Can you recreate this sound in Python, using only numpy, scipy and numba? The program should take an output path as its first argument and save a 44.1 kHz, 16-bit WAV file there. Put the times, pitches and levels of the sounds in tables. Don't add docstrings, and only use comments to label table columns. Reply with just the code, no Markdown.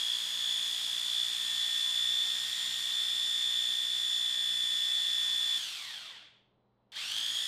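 import sys
import numpy as np
from scipy import signal
from scipy.io import wavfile
from scipy.ndimage import uniform_filter1d
from numba import njit

SR = 44100
rng = np.random.default_rng(int(sys.argv[2]) if len(sys.argv) > 2 else 0)


def convert_level_to_amplitude(level_db):
    exponent = np.asarray(level_db, float) / 20
    return 10 ** exponent


def transcribe(u):
    v = np.clip(np.atleast_2d(u).T, -1, 1)
    q = np.round(v * 32767).astype(np.int16)
    wavfile.write(sys.argv[1], SR, q)


N = 329427
T = np.arange(N) / SR
WHEEL = 29
FULL_SPEED = 61
RELEASE_S, RESTART_S = 5.575, 6.92
# (frequency [Hz], relative level per Hz [dB])
SHELL_COLOUR = [(40, -49), (150, -26), (500, -27.5), (700, -17), (1300, -12.5), (2000, -11), (2600, -7.5),
                (3300, 2), (4400, -2), (6300, -6.5), (8800, -6.5), (9800, -11.5), (11700, -15),
                (12800, -10.5), (13800, -15.5), (15000, -20), (15700, -38)]


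def read(points, hz):
    f, value = np.transpose(points)
    return np.interp(np.log(hz + 1), np.log(f + 1), value)


def slow(shape, size):
    x = rng.standard_normal(shape)
    x = uniform_filter1d(uniform_filter1d(x, size), size)
    return x / x.std()


def shaped(x, db_of):
    hz, t, z = signal.stft(x, SR, nperseg=512)
    gain = convert_level_to_amplitude(db_of(hz[:, None], t)) * np.sqrt(SR / 2)
    return signal.istft(z * gain, SR, nperseg=512)[1][:N]


def modes_db(hz):
    # (frequency [Hz], width [Hz], strength [dB])
    ring_modes = [(1850, 150, 0), (3200, 80, 2), (3320, 60, 5), (3480, 45, 9), (3610, 40, 4),
                  (4400, 200, -2)]
    modes = sum((-1) ** k * convert_level_to_amplitude(db) / (1 + 2j * (hz - f) / width)
                for k, (f, width, db) in enumerate(ring_modes))
    return 20 * np.log10(1 + abs(modes))


def housing_db(hz, ringing=.6):
    return read(SHELL_COLOUR, hz) + ringing * modes_db(hz)


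def slowing_db(order, speed, share=.4):
    half_speed = [-8, -3, -5, -9, -3, -17, 0, -18]
    colour = read(SHELL_COLOUR, order * speed) - read(SHELL_COLOUR, order * FULL_SPEED)
    per_octave = np.take(half_speed, np.round(order / WHEEL).astype(int))
    return share * colour - per_octave * np.log2(speed / FULL_SPEED)


def blade_speed():
    # (time [s], speed [turns/s])
    driven = [(0, 58.43), (.4, 58.77), (.8, 59.39), (1.2, 59.93), (1.5, 60.45), (1.8, 60.74), (2.1, 61.2),
              (2.4, 61.46), (2.6, 61.57), (2.8, 61.51), (3.0, 61.28), (3.6, 61.16), (4.2, 60.99),
              (4.4, 60.77), (5.575, 60.8)]
    drag_s, friction = 1.15, 53
    spin_to, spin_half_s = 65, .052
    creep = .5
    coast = (driven[-1][1] + friction) * np.exp(-(T - RELEASE_S) / drag_s) - friction
    since = np.maximum(T - RESTART_S, 0)
    spin_up = spin_to * since / (since + spin_half_s)
    free = np.maximum(np.where(T < RESTART_S, coast, spin_up), creep)
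    return np.where(T < RELEASE_S, np.interp(T, *np.transpose(driven)), free)


def controls(speed):
    # (time [s], level [dB])
    rattle_levels = [(0, -54.5), (.6, -54.5), (1.7, -54), (2.1, -55), (2.6, -54), (3.2, -55.5), (4.4, -57),
                     (5.57, -54.5), (5.84, -56.5), (6.0, -56.5), (7.47, -56)]
    # (speed [turns/s], steepness)
    rattle_knee = (13.6, 2.3)
    fizz_knee = (30.4, 2.9)
    teeth_knee = (14, 3)
    chatter_knee = (22, 3)
    settle_s = 0.18
    kick = 19
    unload_s, seat_s = .1, 0.048
    bite_s, bite_fade_s = 6.963, 0.24

    stir = np.exp(np.maximum.accumulate(np.log(speed) + T / settle_s) - T / settle_s)
    again = T > RESTART_S
    coasting = (T > RELEASE_S) & (T <= RESTART_S)
    stir = np.where(again, np.maximum(speed, kick), stir)
    knees = (rattle_knee, fizz_knee, teeth_knee, chatter_knee)
    rattle_drop, fizz_drop, teeth_drop, chatter_drop = (
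        -20 * np.log10(1 + (knee / stir) ** steep) for knee, steep in knees)

    bite = (T > bite_s) * np.exp(-np.maximum(T - bite_s, 0) / bite_fade_s)
    waiting = -2 * (again & (T < bite_s))
    buds = np.interp(T, *np.transpose(rattle_levels)) + waiting
    relaxed = coasting * (1 - np.exp(-np.maximum(T - RELEASE_S, 0) / unload_s))
    slack = -14 * again * np.exp(-np.maximum(T - RESTART_S, 0) / seat_s)
    finer = -0.13 * T * (T < RESTART_S)

    rattle_db = buds + rattle_drop + 4.5 * bite
    fizz_db = buds + fizz_drop - 2.5 + finer
    load_db = teeth_drop - 6 * relaxed + slack
    chatter_db = chatter_drop - 11.5 + 13.5 * relaxed + 21 * bite + waiting
    return rattle_db, fizz_db, load_db, chatter_db


@njit
def sines(turns, orders, phases, gains, hop):
    out = np.zeros(len(turns))
    for k in range(len(orders)):
        for i in range(len(turns)):
            j, u = i // hop, (i % hop) / hop
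            gain = gains[k, j] * (1 - u) + gains[k, j + 1] * u
            out[i] += gain * np.sin(2 * np.pi * (orders[k] * turns[i] + phases[k]))
    return out


def gear_tones(speed, turns, load_db, waver_db=2.5):
    # (level [dB], ...)
    mesh_levels = [(-74.2, -73.4, -76.5, -67.9, -66.4, -69.4, -52.3, -62.5, -63.9, -64.3, -71.2),
                   (-57.6, -49.9, -55.7, -48.1, -33.8, -44.7, -45.5, -55.3, -58.2, -69.6, -58.3),
                   (-68.4, -68.4, -66.8, -64.0, -56.8, -65.1, -65.1, -60.9, -70.4, -73.6, -70.4),
                   (-81.1, -64.9, -73.0, -62.8, -55.5, -59.9, -67.0, -58.7, -63.3, -70.5, -65.4),
                   (-76.2, -77.2, -69.3, -66.5, -67.2, -70.8, -67.0, -67.1, -71.3, -66.9, -81.1),
                   (-84.0, -79.7, -71.3, -73.3, -79.9, -76.5, -77.7, -75.9, -77.9, -81.5, -86.1),
                   (-83.2, -80.6, -76.4, -88.9, -81.4, -78.1, -76.0, -82.0, -72.7, -76.4, -83.2)]
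    # (level [dB], ...)
    below_levels = [
        [-66, -63, -62, -49, -53, -59, -63, -57],
        [-71, -76, -71, -66, -81, -70, -72, -70],
        [-76, -75, -73, -72, -75, -73, -77, -73],
        [-78, -77, -73, -75, -82, -76, -71, -74],
    ]
    # (level [dB], ...)
    above_levels = [
        [-63, -63, -59, -57, -65, -60, -61, -73],
        [-84, -74, -75, -79, -69, -67, -78, -70],
        [-75, -74, -73, -74, -76, -69, -78, -82],
        [-75, -77, -73, -71, -69, -79, -72, -74],
    ]
    shaft_levels = [-86, -74, -78, -78, -81, -82, -87, -88, -98, -81, -83]
    rotor_levels = [-83, -81.5, -80.5, -81]
    # (multiple of the blade speed, level [dB])
    bearing = np.array([(8.91, -83), (9.91, -85), (16.82, -75), (17.82, -80)])
    # (multiple of the blade speed, level [dB])
    whine = [(30, -53.8), (52.857, -46), (53.857, -57), (54, -54), (55, -53), (56, -46.6), (57, -39.3),
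             (58, -43), (59, -43)]
    # (frequency [Hz], level [dB])
    fine_peaks = [(1752, -10), (1766, -1), (1779, -11), (1795, -10), (1808, -2), (1820, 3), (1830, 0),
                  (1846, 2), (3090, -14), (3170, -11), (3205, -4), (3230, -2), (3250, -3), (3270, 2),
                  (3290, 3), (3318, 7), (3332, 3), (3345, -4), (3360, -3), (3380, -5), (3395, -1),
                  (3405, -4), (3418, 3), (3433, -3), (3447, 2), (3464, 6.5), (3476, 7), (3484, 5),
                  (3496, 7), (3506, -1), (3522, 1), (3555, -2), (3567, -8), (3586, -6), (3612, 2),
                  (3627, -7), (3636, 0)]
    # (time [s], level [dB])
    swell_levels = [(0, 0), (.14, 2.5), (.2, -2), (.4, -2), (.5, 2), (.58, 0), (1.05, -1.5), (1.22, 2),
                    (1.28, -2), (1.5, 1.5), (1.9, -0.5), (2.1, 2.5), (2.4, 0), (3.05, 0), (3.1, -1),
                    (3.6, 2), (3.9, -1), (4.1, -0.5), (5.57, 0.5)]
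    # (frequency [Hz], width [Hz], lift [dB])
    lifts = [(525, 10, 9), (655, 12, 7), (995, 15, 4), (8800, 400, 2), (10200, 250, 8), (12700, 400, 4)]

    hop = 256
    motor = WHEEL / 7
    mesh = WHEEL * np.arange(1, len(mesh_levels) + 1)[:, None]
    orders = [mesh + np.arange(-5, 6)]
    orders += [mesh[1:5] - motor + np.arange(-4, 4), mesh[1:5] + motor + np.arange(-4, 4)]
    orders += [np.arange(1, 12), motor + np.arange(-1, 3), bearing[:, 0]]
    orders = np.concatenate([np.ravel(o) for o in orders])
    tables = (mesh_levels, below_levels, above_levels, shaft_levels, rotor_levels, bearing[:, 1])
    db = np.concatenate([np.ravel(table) for table in tables])

    t = np.arange(N // hop + 2) * hop / SR
    k, now = orders[:, None], np.interp(t, T, speed)
    spread = .45 * (uniform_filter1d(db, size=5) - db) * (orders > WHEEL / 2)
    spread = spread + 2 * (orders > 1.5 * WHEEL)
    db = db[:, None] + spread[:, None] * (t > RESTART_S)
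    db = db + slowing_db(k, now) + modes_db(k * now) - modes_db(k * FULL_SPEED)
    db = db + np.interp(t, T, load_db) + waver_db * slow(db.shape, size=24)
    working = (now > 58.3) & (t < RELEASE_S)
    db = db + 2.5 * ~working * slow(db.shape, size=4)
    db = db + sum(lift * np.exp(-((k * now - hz) / width) ** 2) for hz, width, lift in lifts)

    swell = np.interp(t[working], *np.transpose(swell_levels))
    for order, level_db in whine:
        chosen = abs(orders - order) < .01
        db[chosen, working] = level_db + read(fine_peaks, order * now[working]) + swell

    scatter = np.where(abs(orders - 2 * WHEEL + 1) <= 1, .07, 1)
    phases = scatter * rng.standard_normal(len(orders))
    return sines(turns, orders, phases, np.sqrt(2) * convert_level_to_amplitude(db), hop)


def chatter(speed, turns, width_hz=200):
    skirt_levels = [-66, -62, -62, -59, -59, -68, -72]
    out = np.zeros(N)
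    for k, db in enumerate(skirt_levels):
        order = WHEEL * (k + 1)
        shake = signal.lfilter(*signal.butter(2, width_hz, fs=SR), rng.standard_normal((2, N)))
        angle = 2 * np.pi * order * turns
        band = (shake[0] * np.cos(angle) + shake[1] * np.sin(angle)) / shake.std()
        out += convert_level_to_amplitude(db + slowing_db(order, speed)) * band
    return shaped(out, lambda hz, t: modes_db(hz) + 0 * t) / np.sqrt(SR / 2)


def walls(x, t60=.5):
    t = np.arange(SR // 2) / SR
    signs = rng.choice([-1., 1.], len(t))
    tail = signs * (rng.random(len(t)) < .05) * convert_level_to_amplitude(-60 * t / t60) * (t > .005)
    return signal.fftconvolve(x, tail / np.linalg.norm(tail))[:N]


def rattle(turns, rattle_db, fizz_db, once=0.067, twice=0.042, crackle_db=0.5, patchy_db=1.0):
    ticks = rng.standard_normal(N) * convert_level_to_amplitude(crackle_db * slow(N, size=30))
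    ticks *= 1 + once * np.cos(2 * np.pi * turns) + twice * np.cos(4 * np.pi * turns)

    def level_db(hz, t):
        high = np.clip(np.log((hz + 1) / 2550) / np.log(8050 / 2550), 0, 1.4)
        low_db = np.interp(t, T, rattle_db) - housing_db(2550) - 10 * np.log10(500)
        high_db = np.interp(t, T, fizz_db) - housing_db(8050) - 10 * np.log10(500)
        patches = slow((len(hz), len(t)), size=8)
        return housing_db(hz) + (1 - high) * low_db + high * high_db + patchy_db * patches
    return shaped(ticks / ticks.std(), level_db)


def kitchen():
    # (frequency [Hz], relative level per Hz [dB])
    air_colour = [(25, -4), (60, -13), (150, 3), (400, -0.5), (1000, -5), (1600, -18.5), (2500, -23),
                  (3300, -21), (4400, -28), (7000, -47.5), (12000, -63.5)]
    # (frequency [Hz], rms level [dB])
    appliances = [(60, -92), (120, -80), (202, -84), (4010, -99.5)]
    air = shaped(rng.standard_normal(N), lambda hz, t: read(air_colour, hz) + 0 * t)
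    tones = sum(np.sqrt(2) * convert_level_to_amplitude(db) * np.sin(2 * np.pi * (hz * T + rng.random()))
                for hz, db in appliances)
    return convert_level_to_amplitude(-74.5) * air / air.std() + tones


def knocks(t60=0.023):
    # (time [s], relative level [dB])
    switch_knocks = [(6.919, -39.5), (6.961, -40), (7.116, -22), (7.164, -23.5), (7.182, -20), (7.201, -21),
                     (7.262, -23), (7.28, -28), (7.347, -30), (7.392, -29.5)]
    burst = sum(convert_level_to_amplitude(db - 60 * np.clip(T - s, 0, 1) / t60) * np.clip((T - s) / 0.0006, 0, 1)
                for s, db in switch_knocks)
    ring = shaped(rng.standard_normal(N), lambda hz, t: housing_db(hz) + modes_db(hz) + 0 * t)
    return convert_level_to_amplitude(-7.0) * burst * ring / ring.std()


def scene():
    speed = blade_speed()
    rattle_db, fizz_db, load_db, chatter_db = controls(speed)
    speed = speed * (1 + .0003 * slow(N, size=1500))
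    turns = np.cumsum(speed) / SR
    gears = gear_tones(speed, turns, load_db) + chatter(speed, turns) * convert_level_to_amplitude(chatter_db) + knocks()
    echo = convert_level_to_amplitude(-22) * walls(gears)
    mix = gears + echo + rattle(turns, rattle_db, fizz_db) + kitchen()
    return mix[None]


def roll_off(x):
    return signal.sosfilt(signal.butter(12, 15700, fs=SR, output="sos"), x)


def record(dry):
    return roll_off(dry)


dry = scene()
out = record(dry)
transcribe(out)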